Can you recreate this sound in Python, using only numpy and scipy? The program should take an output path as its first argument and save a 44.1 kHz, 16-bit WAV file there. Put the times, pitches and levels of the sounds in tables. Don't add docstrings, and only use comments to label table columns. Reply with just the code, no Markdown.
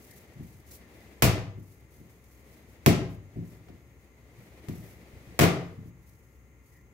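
import sys
import numpy as np
from scipy import signal
from scipy.fft import rfft, irfft, next_fast_len
from scipy.io import wavfile
from scipy.ndimage import uniform_filter1d

SR = 44100
rng = np.random.default_rng(int(sys.argv[2]) if len(sys.argv) > 2 else 0)


def output_pcm(signal):
    pcm = np.clip(np.atleast_2d(signal).T, -1, 1) * 32767
    wavfile.write(sys.argv[1], SR, np.round(pcm).astype(np.int16))


N = 305657
T = np.arange(N) / SR
FREQ = np.arange(N // 2 + 1) * SR / N


def undb(db):
    return 10 ** (np.asarray(db) / 20)


def across(points, hz=FREQ):
    at, value = np.transpose(points)
    return np.interp(np.log(hz + 1e-9), np.log(at), value)


def unit(x):
    return x / np.sqrt(np.mean(x ** 2))


def ring(x, response):
    return signal.fftconvolve(np.atleast_2d(x), np.atleast_2d(response), axes=1)[:, :N]


def mode(hz, db, t60_s):
    t = T[:SR]
    decay = np.exp(-np.log(1000) * t / t60_s)
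    return undb(db) * np.sin(2 * np.pi * hz * t) * decay


def even(burst):
    phase = np.angle(rfft(burst, 2 * len(burst)))
    flat = irfft(np.exp(1j * phase))[:len(burst)]
    return flat * np.linalg.norm(burst) / np.linalg.norm(flat)


def causal(points, size=2048):
    hz = np.arange(size // 2 + 1) * SR / size
    cepstrum = irfft(np.log(undb(across(points, hz))))
    cepstrum[1:size // 2] *= 2
    cepstrum[size // 2 + 1:] = 0
    return irfft(np.exp(rfft(cepstrum)))


def diffuse(points, size, alike_hz=850):
    hz = np.arange(size // 2 + 1) * SR / size
    mid, side = rfft(rng.standard_normal((2, size)))
    alike = .97 / (1 + (hz / alike_hz) ** 4)
    mid = mid * np.sqrt((1 + alike) / 2)
    side = side * np.sqrt((1 - alike) / 2)
    return irfft(np.array([mid + side, mid - side]) * undb(across(points, hz)), size)


def noise(points):
    return unit(diffuse(points, size=next_fast_len(N))[:, :N])


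def walk(rate_hz):
    k = int(SR / rate_hz)
    steps = np.repeat(rng.standard_normal(N // k + 1), k)
    return 1.46 * uniform_filter1d(steps, k)[:N]


# (time [s], crack drive [dB], crack fade [ms], spit drive [dB], edge push [dB], edge contact [ms],
#   weight push [dB], weight contact [ms], splat drive [dB], splat fade [ms], splat treble [dB],
#   flop lag [ms], flop level against weight and splat [dB])
THROWS = [(1.2221, -12, 7.4, -23.5, -19, 2.17, -9.5, 9.95, -35, 23, 14.5, 68, -5),
          (2.8612, -5, 1.95, -20, -14, 0.99, -29.5, 2.2, -38, 24, 6, 49, -8),
          (5.3908, -6.5, 1.66, -11.5, -24, 1.04, -18, 1.3, -19.5, 27.5, -3.5, 40, -2.5)]
EDGE_LAG_S, WEIGHT_LAG_S = 0.004355, 0.01731
CRACK_TREBLE_DB, SPIT_TREBLE_DB, SPIT_FADE_MS = 1.5, -8, 4.9
FLOP_TREBLE_DB, FLOP_FADE_MS = -17, 34


def landings():
    wet, heavy = [], []
    for (s, crack_db, crack_ms, spit_db, edge_db, edge_ms, weight_db, weight_ms,
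         splat_db, splat_ms, splat_treble_db, flop_ms, flop_db) in THROWS:
        edge_s, bulk_s, flop_s = s + EDGE_LAG_S, s + WEIGHT_LAG_S, s + flop_ms / 1000
        wet += [(s, crack_db, crack_ms, CRACK_TREBLE_DB),
                (edge_s, spit_db, SPIT_FADE_MS, SPIT_TREBLE_DB),
                (bulk_s, splat_db, splat_ms, splat_treble_db),
                (flop_s, splat_db + flop_db, FLOP_FADE_MS, FLOP_TREBLE_DB)]
        heavy += [(edge_s, edge_db, edge_ms),
                  (bulk_s, weight_db, weight_ms),
                  (flop_s, weight_db + flop_db, weight_ms)]
    return wet, heavy


# (frequency [Hz], gain [dB])
SMACK_COLOUR = [(60, -41), (250, 13.5), (700, 14.5), (900, 6), (1150, 10), (1550, 5), (2100, 9),
                (2900, 3.5), (4000, -0.5), (7000, 0.5), (9000, -3), (15000, -0.5)]
# (time [s], drive [dB], first fade [ms], treble [dB])
PEELS = [(3.684, -53, 13, -26), (4.684, -45.5, 12, 1)]


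def smacks(bursts, grain_db=4, rise_s=0.00054, split_hz=3500):
    pops = unit(rng.standard_normal(N) * undb(grain_db * walk(2500)))
    soften = signal.butter(1, split_hz, fs=SR, output="sos")
    out, t = np.zeros(N), T[:SR // 2]
    for s, db, fade_ms, treble_db in bursts:
        fade_s = fade_ms / 1000
        span = slice(int(s * SR), int(s * SR) + len(t))
        burst = even(pops[span] * (1 - np.exp(-t / rise_s)) * np.exp(-t / fade_s))
        burst = burst * np.exp(-t / (2 * np.pi * fade_s))
        dull = signal.sosfilt(soften, burst)
        out[span] += undb(db) * (dull + undb(treble_db) * (burst - dull))
    return ring(out, causal(SMACK_COLOUR))


# (frequency [Hz], gain [dB], t60 [s])
COUNTER_MODES = [(67.33, -24.5, .9), (87.4, -11.5, 0.51), (98.9, -9.5, 0.47), (112, -9.5, 0.45),
                 (143, -7, 0.19), (170.96, -1.5, 0.29), (196.7, -2.5, 0.14), (242.2, -3, .25),
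                 (279.8, -3, 0.22), (320.2, -6.5, 0.28), (348.4, -6.5, 0.3), (380.6, -3, 0.23),
                 (446, -12, 0.27), (496.6, -16.5, .3), (557, -9, 0.089), (610.7, -14.5, 0.15),
                 (691, 0, 0.041)]
# (time [s], push [dB], contact [ms])
PATS = [(.356, -44.5, 4.3), (.394, -37, 3.53), (.921, -52, 12), (1.571, -43.5, 2.1), (2.0, -47, 3),
        (3.358, -38, 1.78), (3.375, -32, 3.76), (3.418, -46, 1.8), (3.69, -48.5, .7), (4.38, -45, 6.4),
        (4.683, -32, 2.6), (4.77, -38, 5.5), (5.13, -38, 9.9), (5.27, -43, 6.8), (5.775, -38, 4.4),
        (5.845, -42.5, 3.45)]


def thuds(pushes, lump_hz=140, lump_db=6.5, lump_t60_s=0.062):
    force = np.zeros(N)
    for s, db, contact_ms in pushes:
        i = int(s * SR)
        push = np.sin(np.pi * np.minimum(T[:SR // 20] * 1000 / contact_ms, 1)) ** 2
        force[i:i + len(push)] -= undb(db) * push / push.sum()
    slab = sum((-1) ** k * mode(*row) for k, row in enumerate(COUNTER_MODES))
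    lump = mode(lump_hz, lump_db, lump_t60_s)
    return ring(force, slab + lump)


POCKET_S, POCKET_HZ, POCKET_DB, POCKET_T60_S = 2.8617, 2232, -8, 0.0083


def pocket():
    kick = np.zeros(N)
    kick[int(POCKET_S * SR)] = 1
    return ring(kick, mode(POCKET_HZ, POCKET_DB, POCKET_T60_S))


# (middle [s], pitch [Hz], peak [dB], half-length to 1/e [s])
SQUEAKS = [(0.126, 1901, -58.5, 0.0314), (0.848, 1816, -64.5, 0.038), (6.775, 1955, -65, 0.052)]


def squeaks(scatter=0.037):
    out = 0
    for s, hz, db, length_s in SQUEAKS:
        phase = 2 * np.pi * np.cumsum(hz * (1 + scatter * walk(400))) / SR
        swell = np.exp(-((T - s) / length_s) ** 2)
        out = out + undb(db) * swell * np.sin(phase)
    return out


SWELL_POWER = 2.5


def swells(moves, rest_db):
    power = undb(rest_db) ** 2
    for s, length_s, db in moves:
        power = power + undb(db) ** 2 * .5 ** (np.abs(2 * (T - s) / length_s) ** SWELL_POWER)
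    return np.sqrt(power)


# (frequency [Hz], relative level [dB])
RUB_COLOUR = [(800, -23), (2000, -12), (3500, -9.5), (6000, -3.5), (9000, -5.5), (12000, -0.5),
              (15500, -2.5)]
CLOTH_COLOUR = [(25, -29.5), (60, -8.5), (120, -2.5), (350, -2.5), (600, -8.5), (1000, -16.5),
                (1500, -19.5), (2000, -11.5), (3000, -21.5), (8000, -29)]
# (middle [s], length [s], level before rub_db [dB])
STROKES = [(.1, 0.2, -59), (.5, 0.16, -63.5), (.73, 0.073, -53), (.95, 0.13, -71), (1.7, 0.15, -66),
           (1.95, .07, -66), (2.08, 0.24, -69.5), (2.31, 0.12, -64.5), (2.52, 0.15, -66.5),
           (2.72, 0.051, -66), (3.125, 0.045, -63), (3.51, 0.1, -65.5), (3.69, 0.037, -76),
           (3.85, .16, -79), (4.03, .06, -72), (4.42, 0.1, -68), (4.82, 0.18, -60.5), (5.22, .1, -77),
           (5.88, .03, -66), (6.1, 0.13, -67.5), (6.3, 0.22, -73.5), (6.72, .1, -68.5)]
# (middle [s], length [s], level before cloth_db [dB])
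ARM_MOVES = [(.17, 0.61, -61.5), (.98, 0.51, -60), (2.05, 0.52, -68), (2.72, 0.5, -63.5),
             (3.5, 0.47, -64.5), (4.42, 0.88, -68.5), (5.03, 1, -59.5)]
RUB_REST_DB, CLOTH_REST_DB = -84, -78


def handling(rub_db=1, cloth_db=5, flour_grain_db=2, fold_db=1):
    rub_gain = swells(STROKES, RUB_REST_DB) * undb(rub_db + flour_grain_db * walk(120))
    cloth_gain = swells(ARM_MOVES, CLOTH_REST_DB) * undb(cloth_db + fold_db * walk(35))
    return noise(RUB_COLOUR) * rub_gain + noise(CLOTH_COLOUR) * cloth_gain


# (frequency [Hz], t60 [s])
ROOM_T60 = [(80, 0.74), (250, 0.58), (1000, 0.5281), (2500, 0.4616), (5000, 0.42), (9000, 0.3),
            (15000, 0.12)]
# (frequency [Hz], level before room_db [dB])
ROOM_COLOUR = [(35, -16), (80, -2), (150, -6), (400, -3), (1500, -3.5), (4000, -1.5), (8000, -5.5),
               (14000, -1)]


def kitchen(build_s=0.0017, size=32768, room_db=-29.5):
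    t, hz = T[:size], np.arange(size // 2 + 1) * SR / size
    field = rfft(diffuse(ROOM_COLOUR, size=size))
    centres_hz = np.array(ROOM_T60)[:, 0]
    tail = 0
    for share, (_, t60_s) in zip(np.eye(len(ROOM_T60)), ROOM_T60):
        band = across(np.column_stack([centres_hz, share]), hz)
        tail = tail + irfft(field * band) * np.exp(-np.log(1000) * t / t60_s)
    return tail * (1 - np.exp(-(t / build_s) ** 2)) * undb(room_db)


# (frequency [Hz], relative density [dB per Hz])
AIR = [(15, -33.5), (25, -24), (64, 2), (101, -1), (173, -10.5), (359, -13), (614, -26.5), (1140, -24),
       (1490, -31.5), (2060, -21), (3500, -43), (5880, -43), (6550, -30), (8580, -43.5), (15500, -37.5)]
AIR_DB = -57.5
# (frequency [Hz], rms level [dB])
HUM = [(64.6, -61.5), (122, -67), (446.8, -77.5), (543.7, -79.5), (1389, -84), (2083, -81.5), (6395, -85)]


def background(waver_rad=0.41):
    hum = 0
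    for hz, db in HUM:
        hum = hum + np.sqrt(2) * undb(db) * np.sin(2 * np.pi * hz * T + waver_rad * walk(3.4))
    return undb(AIR_DB) * noise(AIR) + hum


PORT_LAG_S = .00036


def ports(x):
    return np.array([np.interp(T - PORT_LAG_S, T, x[0]), x[0]])


# (frequency [Hz], left minus right [dB])
LEAN = [(60, 3.6), (110, 3), (200, 1), (380, 3.2), (900, 2.2), (2400, 3), (4400, .8), (15000, 1)]
# (frequency [Hz], lag [rad])
BASS_LAG = [(40, .7), (90, .42), (190, .32), (280, 0)]


def microphone(sound):
    half = np.array([[.5], [-.5]])
    level = undb(half * across(LEAN))
    turn = np.exp(-1j * half * across(BASS_LAG))
    return irfft(rfft(sound) * level * turn, N)


PATCH_WIDTH = 0.96


def scene(smack_room_db=0, thud_room_db=-4.0):
    wet, heavy = landings()
    bursts = wet + PEELS
    room, smack, thud = kitchen(), smacks(bursts), thuds(heavy + PATS)
    echo = ring(undb(smack_room_db) * smack + undb(thud_room_db) * thud, room)
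    own_pops = np.vstack([smacks(bursts), smacks(bursts)])
    direct = ports(np.sqrt(1 - PATCH_WIDTH) * smack + thud + pocket())
    direct = direct + np.sqrt(PATCH_WIDTH) * own_pops
    return microphone(direct + echo + handling() + squeaks() + background())


TOP_HZ = 15650


def record(dry, low_hz=46):
    thinned = signal.sosfilt(signal.butter(2, low_hz, "high", fs=SR, output="sos"), dry)
    rounded = np.tanh(thinned)
    return signal.sosfilt(signal.ellip(10, .1, 80, TOP_HZ, fs=SR, output="sos"), rounded)


dry = scene()
out = record(dry)
output_pcm(out)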